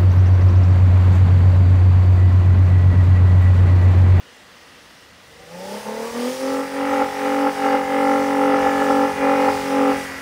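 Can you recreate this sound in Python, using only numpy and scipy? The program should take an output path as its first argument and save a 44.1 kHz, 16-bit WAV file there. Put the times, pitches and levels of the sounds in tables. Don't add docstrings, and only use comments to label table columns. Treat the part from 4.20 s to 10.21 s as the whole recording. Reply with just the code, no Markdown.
import sys
import numpy as np
from scipy import signal
from scipy.fft import rfft, irfft, next_fast_len
from scipy.io import wavfile
from scipy.ndimage import uniform_filter1d, map_coordinates

SR = 44100
rng = np.random.default_rng(int(sys.argv[2]) if len(sys.argv) > 2 else 0)


def magnitude_from_level(level_db):
    exponent = np.asarray(level_db, float) / 20
    return 10 ** exponent


def file_out(sig):
    cols = np.atleast_2d(sig).T
    lim = np.clip(cols, -1, 1)
    pcm = np.round(lim * 32767).astype(np.int16)
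    wavfile.write(sys.argv[1], SR, pcm)


N = 265041
TIME = np.arange(N) / SR
STEP = 64
COAST_S = 5.82

# start in seconds, peak in dB, thump relative to it in dB,
# lift of that engine cycle in dB.
POPS = [(2.73, -14, -38, 2.5), (2.815, 0, -42, 5.5), (3.264, -5, -37, 4.5), (3.458, -4, -35, 3.5),
        (3.543, 0, -42, 5), (4.1, -15, -30.5, 1.5), (4.336, -5, -37.5, 5), (4.463, 7, -24, 4.5),
        (4.615, -3, -35.5, 4), (4.7, 8.5, -29, 4.5), (5.28, 1, -27, 4)]


def exhaust(cycles, drift_db, scatter_db):
    # time in seconds, level in dB.
    load = [(1.0, -62), (1.2, -46.5), (1.3, -43.5), (1.35, -35.5), (1.45, -33), (1.6, -30.5), (1.9, -27),
            (2.0, -23.5), (2.4, -22.5), (2.8, -20), (3.5, -19), (4.25, -15.5), (4.42, -17.5), (4.6, -19),
            (4.72, -16.5), (5.7, -16), (5.84, -26), (5.89, -40.5), (6.01, -42.5)]
    # multiple, level in dB.
    climb = [(1, -40.0), (2, -41), (3, -11.3), (4, -15.6), (5, -10), (6, 7), (7, -7), (8, -19), (9, -9),
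             (10, -22), (11, -12.5), (12, -4), (13, -15.5), (14, -16), (15, -18), (16, -16), (17, -30),
             (18, -6), (19, -14.8), (20, -23), (21, -15), (22, -22), (23, -12), (24, -17), (25, -10),
             (26, -11.5), (27, -25), (28, -32), (29, -7.5), (30, -11)]
    # centre in Hz, width in Hz, gain in dB.
    pipe_modes = [(261, 25, 5.5), (391, 29, 6), (506, 106, 18.5), (586, 48, 4), (706, 56, 3.5),
                  (864, 89, 15), (1240, 130, 7)]
    # multiple, level in dB.
    full_pattern = [(1, -35), (2, -29), (3, -17), (4, -10), (5, -9), (6, 4), (7, -26), (8, -62.5), (9, -5),
                    (10, -9.5), (11, 3), (12, -3), (13, -31), (14, -17.5), (15, -32), (16, -60), (17, -0.5),
                    (18, -4), (19, -12.5), (20, -28), (21, -14.5), (22, -31), (23, -16), (24, -20),
                    (25, -41), (26, -15.5), (27, -14), (28, -15), (29, -11.5), (30, -17.5)]
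    blend_hz = [44.6, 46.4]
    lift_hz = [288, 516, 870, 1350]
    lift_db = [0.2, 2.5, 2.8]
    lift_per_cut = [0.079, 0.52, -0.054]
    early_per_cut = [-0.69, 0.38, -0.18]
    shake = {3: -49.5, 4: -44, 5: -44, 9: -47, 11: -49}
    # time in seconds, gain in dB.
    nearing = [(1.2, -20.5), (2.3, -5), (2.9, -2), (4.3, 4.5), (5.8, 4), (6, -6.5)]
    coast_db = (5.5, -8, 13)
    wake_hz, muffled_db = 29, 3
    bank_keeps = 0.51

    t, hz, shut = TIME[::STEP], speed()[::STEP], cut_db()[::STEP]
    multiples, climb_db = np.transpose(climb)[:, :, None]
    rising = climb_db + sum(gain_db * np.exp(-((multiples * hz - centre) / width) ** 2)
                            for centre, width, gain_db in pipe_modes)
    rising -= rising.max(axis=0)
    settled = np.interp(hz, blend_hz, [0, 1])
    levels = (1 - settled) * rising + settled * np.transpose(full_pattern)[1][:, None]
    levels += curves(load)[0][::STEP] - shut - 10 * np.log10(np.sum(magnitude_from_level(2 * levels), axis=0) / 2)

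    full = np.clip((hz - 44) / 2, 0, 1)
    coast = np.clip((t - COAST_S) / 0.0963, 0, 1)
    asleep_db = muffled_db * np.clip((wake_hz - hz) / 1.5, 0, 1)
    boom, bark, rasp = [full * db + (full * per + (1 - full) * early) * shut + coast * off - asleep_db
                        for db, per, early, off in zip(lift_db, lift_per_cut, early_per_cut, coast_db)]
    burn = burn_db(t, width=0.012)
    burn += scatter_db * wobble(45, size=STEP)
    late = cycles - 0.0028 * np.interp(TIME, t, burn)
    climbing = np.clip((45 - hz) / 6, 0, 1)

    sound = np.zeros(N)
    for k, row in zip(multiples[:, 0].astype(int), levels):
        in_boom, in_bark, in_rasp = [np.interp(k * hz, lift_hz, np.eye(len(lift_hz))[i]) for i in (0, 2, 3)]
        row = row + in_boom * boom + in_bark * bark + in_rasp * rasp
        if k == 9:
            row += bank_keeps * shut
        row += drift_db * (1 + climbing * k / 12) * wobble(9, size=STEP)
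        row += burn * min(k / 17, 1.1)
        block = shake.get(k, -90) + np.interp(t, *np.transpose(nearing))
        row = block if k in (3, 4) else np.maximum(row, block)
        sound += partial(k, row, late, rough_db=0.15, spread=0.25)
    return sound


def partial(k, db, cycles, rough_db, spread):
    lag = [(5.5, 0), (9.5, .68), (10.5, .76), (11.5, .38), (17.5, .84), (23.5, 1.22)]
    db = db + rough_db * np.sqrt(k) * wobble(40, size=STEP)
    turn = 0.038 * np.sqrt(k) * wobble(25, size=STEP) + spread * rng.standard_normal()
    turn -= 2 * np.pi * np.interp(np.arange(k) + 0.5, *np.transpose(lag)).sum()

    def fine(values):
        return np.interp(np.arange(N), np.arange(0, N, STEP), values)

    return fine(magnitude_from_level(db)) * np.cos(2 * np.pi * k * cycles + fine(turn))


def speed():
    # time in seconds, engine cycles (two turns) in Hz.
    free_speed = [(1.0, 23.93), (1.28, 27.1), (1.36, 29.48), (1.55, 34.4), (1.7, 36.13), (2.04, 40.8),
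                  (2.14, 43.3), (2.32, 45.36), (2.56, 46.24), (2.72, 47.04), (3.3, 47.08), (3.75, 46.92),
                  (4.85, 47.2), (5.03, 46.4), (5.27, 46.82), (5.47, 46.28), (5.72, 46.22), (6.01, 44.9)]
    stall_hz, stall_s = 0.03, 0.045
    sag_hz, sag_s = 0.42, 0.18
    delay = round(stall_s * SR)
    sag = sum(np.clip((TIME - s) / 0.031, 0, 1) * np.exp(-abs(TIME - s) / sag_s) for s, *_ in POPS)
    return curves(free_speed)[0] - stall_hz * np.pad(cut_db(), (delay, 0))[:N] - sag_hz * sag


def cut_db():
    # deepest moment in seconds, depth in dB, closing in seconds, reopening in seconds.
    cuts = [(1.63, 10, 0.063, .05), (1.92, 6.5, 0.11, 0.048), (2.18, 9, 0.098, 0.056),
            (2.49, 12.5, 0.088, 0.13), (2.91, 13, 0.087, 0.15), (3.34, 13, 0.055, .11),
            (3.67, 9, .11, 0.085), (4.06, 5, .13, 0.23), (4.95, 15.5, .1, 0.083), (5.42, 12.5, 0.17, 0.19),
            (5.84, 11.5, .14, 0.047)]
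    return sum(db * np.clip(1 - np.maximum((s - TIME) / closing, (TIME - s) / opening), 0, 1)
               for s, db, closing, opening in cuts)


def burn_db(t, width):
    return sum(lift_db * np.exp(-((t - s - 0.006) / width) ** 2) for s, *_, lift_db in POPS)


def pops():
    thump, t = np.zeros(N + SR), np.arange(SR // 10) / SR
    push = np.sin(2 * np.pi * 88 * t) * np.sin(np.pi * np.minimum(t / 0.036, 1)) ** 2
    for s, db, thump_db, _ in POPS:
        thump[round(s * SR):][:len(t)] += magnitude_from_level(db + thump_db - 24) * push
    return thump[:N]


def machinery(cycles):
    # time in seconds, level in dB.
    block_level = [(0, -51), (1.2, -52), (1.55, -39.5), (2.3, -37), (2.75, -31.5), (4, -33), (5.8, -30),
                   (5.9, -35), (6.01, -36)]
    # frequency in Hz, density in dB per Hz.
    roar_colour = [(40, -60), (90, -12), (300, -4), (700, 3), (1300, 3), (2000, 2), (2500, -5.5),
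                   (3200, -9), (4000, -17.5), (5000, -56)]
    # frequency in Hz, level in dB.
    whir = [(1500, -1), (1750, 3.5), (2000, 5), (2300, -0.5), (2600, -8), (3000, -1)]
    mesh = {37: 4, 43: 3.5, 53: 5}
    roar_per_cut, roar_per_burn = 0.36, 0.2
    hush_db = 1

    beat = 1 + 0.073 * np.cos(2 * np.pi * cycles) + 0.073 * np.cos(2 * np.pi * 6 * cycles)
    roar = coloured(beat * patchy(db=0.5), roar_colour)
    roar *= magnitude_from_level(-hush_db * np.clip((TIME - COAST_S) / 0.12, 0, 1))

    hz, lines = speed()[::STEP], np.zeros(N)
    for k in range(31, 64):
        line_db = np.interp(k * hz, *np.transpose(whir)) + mesh.get(k, 0) + 4.5 * wobble(2.6, size=STEP)
        lines += partial(k, line_db, cycles, rough_db=0.12, spread=1.5)
    fast = np.clip((TIME - 1.5) / 1.1, 0, 1)
    roar += magnitude_from_level(-1.5) * fast * unit(lines)

    roar_db = curves(block_level)[0] - roar_per_cut * cut_db() + roar_per_burn * burn_db(TIME, width=0.027)
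    return roar * magnitude_from_level(roar_db + 0.6 * wobble(9))


def thrown_snow():
    # time in seconds, level in dB.
    thrown = [(0, -58), (.58, -55.5), (.94, -57), (1.25, -52.5), (1.52, -41), (1.7, -42.5), (2.11, -36.5),
              (2.46, -42), (3.2, -40), (3.7, -41.5), (4, -40), (4.4, -42), (4.62, -39.5), (5.06, -41),
              (5.34, -36.5), (5.57, -40), (5.78, -37), (5.92, -41.5)]
    # frequency in Hz, density in dB per Hz.
    spray_colour = [(1940, -3), (3300, -2.5), (4150, -5.5), (4790, -1), (5560, -2), (7130, -8), (9690, -7),
                    (11100, -14), (15100, -13.5), (15700, -12)]
    return magnitude_from_level(curves(thrown)[0] + 0.79 * wobble(12)) * coloured(patchy(db=1.3), spray_colour)


def trees(x, t60):
    t = np.arange(SR // 2) / SR
    tail = rng.standard_normal(len(t)) * magnitude_from_level(-60 * t / t60) * (t > 0.03)
    return signal.fftconvolve(x, tail / np.linalg.norm(tail))[:N]


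def idling_truck():
    # frequency in Hz, density in dB per Hz.
    idle_colour = [(18, -39), (30, -16), (69, -11.5), (271, -2), (325, -4), (434, -9), (469, 0.5),
                   (660, -12), (1210, -18), (1530, -13), (1930, -3), (2200, -14), (2860, -7.5), (5650, -16),
                   (15700, -40)]
    # centre in Hz, width in Hz, level in dB.
    hum = [(470, 42, -15), (1220, 130, 1), (1590, 52, -12), (1830, 46, -7), (2030, 98, 0), (2814, 36, 1)]
    # time in seconds, gain in dB.
    fade = [(0, -1.5), (.6, -1), (.9, -3.5), (1.2, -1.5)]
    belts = unit(filtered(patchy(db=1.5), resonances(hum)))
    idle = coloured(patchy(db=1.0), idle_colour) + magnitude_from_level(-9) * belts
    return magnitude_from_level(-47.5 + curves(fade)[0]) * idle


def ground_rumble():
    # time in seconds, level in dB.
    ground = [(0, -61), (2.6, -57), (3.4, -55.5), (4.5, -53), (6.01, -50)]
    shudder_per_burn, shudder_s = 1.8, 0.05
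    rumble = coloured(patchy(db=3.5), [(30, -28), (45, 2.5), (95, 6.5), (130, -1.5), (200, 0.5)])
    shudder_db = shudder_per_burn * burn_db(TIME, shudder_s)
    return magnitude_from_level(curves(ground)[0] + shudder_db + 1.2 * wobble(7.4)) * rumble


def unit(x):
    return x / np.sqrt(np.mean(x ** 2) + 1e-20)


def curves(rows):
    s, *cols = np.transpose(rows)
    return [np.interp(TIME, s, c) for c in cols]


def wobble(rate, size=1):
    knots = rng.standard_normal(int(N * rate / SR) + 4)
    return map_coordinates(knots, [np.arange(0, N, size) * rate / SR], order=1)


def filtered(x, response):
    m = next_fast_len(N + SR // 2)
    return irfft(rfft(x, m) * response(np.fft.rfftfreq(m, 1 / SR)), m)[:N]


def coloured(x, points):
    f, db = np.transpose(points)
    return unit(filtered(x, lambda hz: magnitude_from_level(np.interp(np.log(hz + 1), np.log(f + 1), db, -120, -120))))


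def patchy(db):
    z = signal.stft(rng.standard_normal(N), nperseg=512)[2]
    field = uniform_filter1d(uniform_filter1d(rng.standard_normal(z.shape), 7, 0), 16, 1)
    return signal.istft(z * magnitude_from_level(db * unit(field)), nperseg=512)[1][:N]


def resonances(modes):
    return lambda f: sum((-1) ** i * magnitude_from_level(db) * 1j * f * w / (c * c - f * f + 1j * f * w)
                         for i, (c, w, db) in enumerate(modes))


def scene():
    cycles = np.cumsum(speed()) / SR
    running = np.clip((TIME - 0.95) / 0.12, 0, 1)
    pipe = running * exhaust(cycles, drift_db=1.6, scatter_db=-0.8) + pops()
    echo = magnitude_from_level(-23) * trees(pipe, t60=0.4)
    truck = pipe + echo + machinery(cycles) + thrown_snow()
    return (truck + idling_truck() + ground_rumble())[None]


def top_cut(x):
    return signal.sosfilt(signal.butter(12, 17000, fs=SR, output="sos"), x)


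def record(dry):
    return top_cut(dry)


dry = scene()
out = record(dry)
file_out(out)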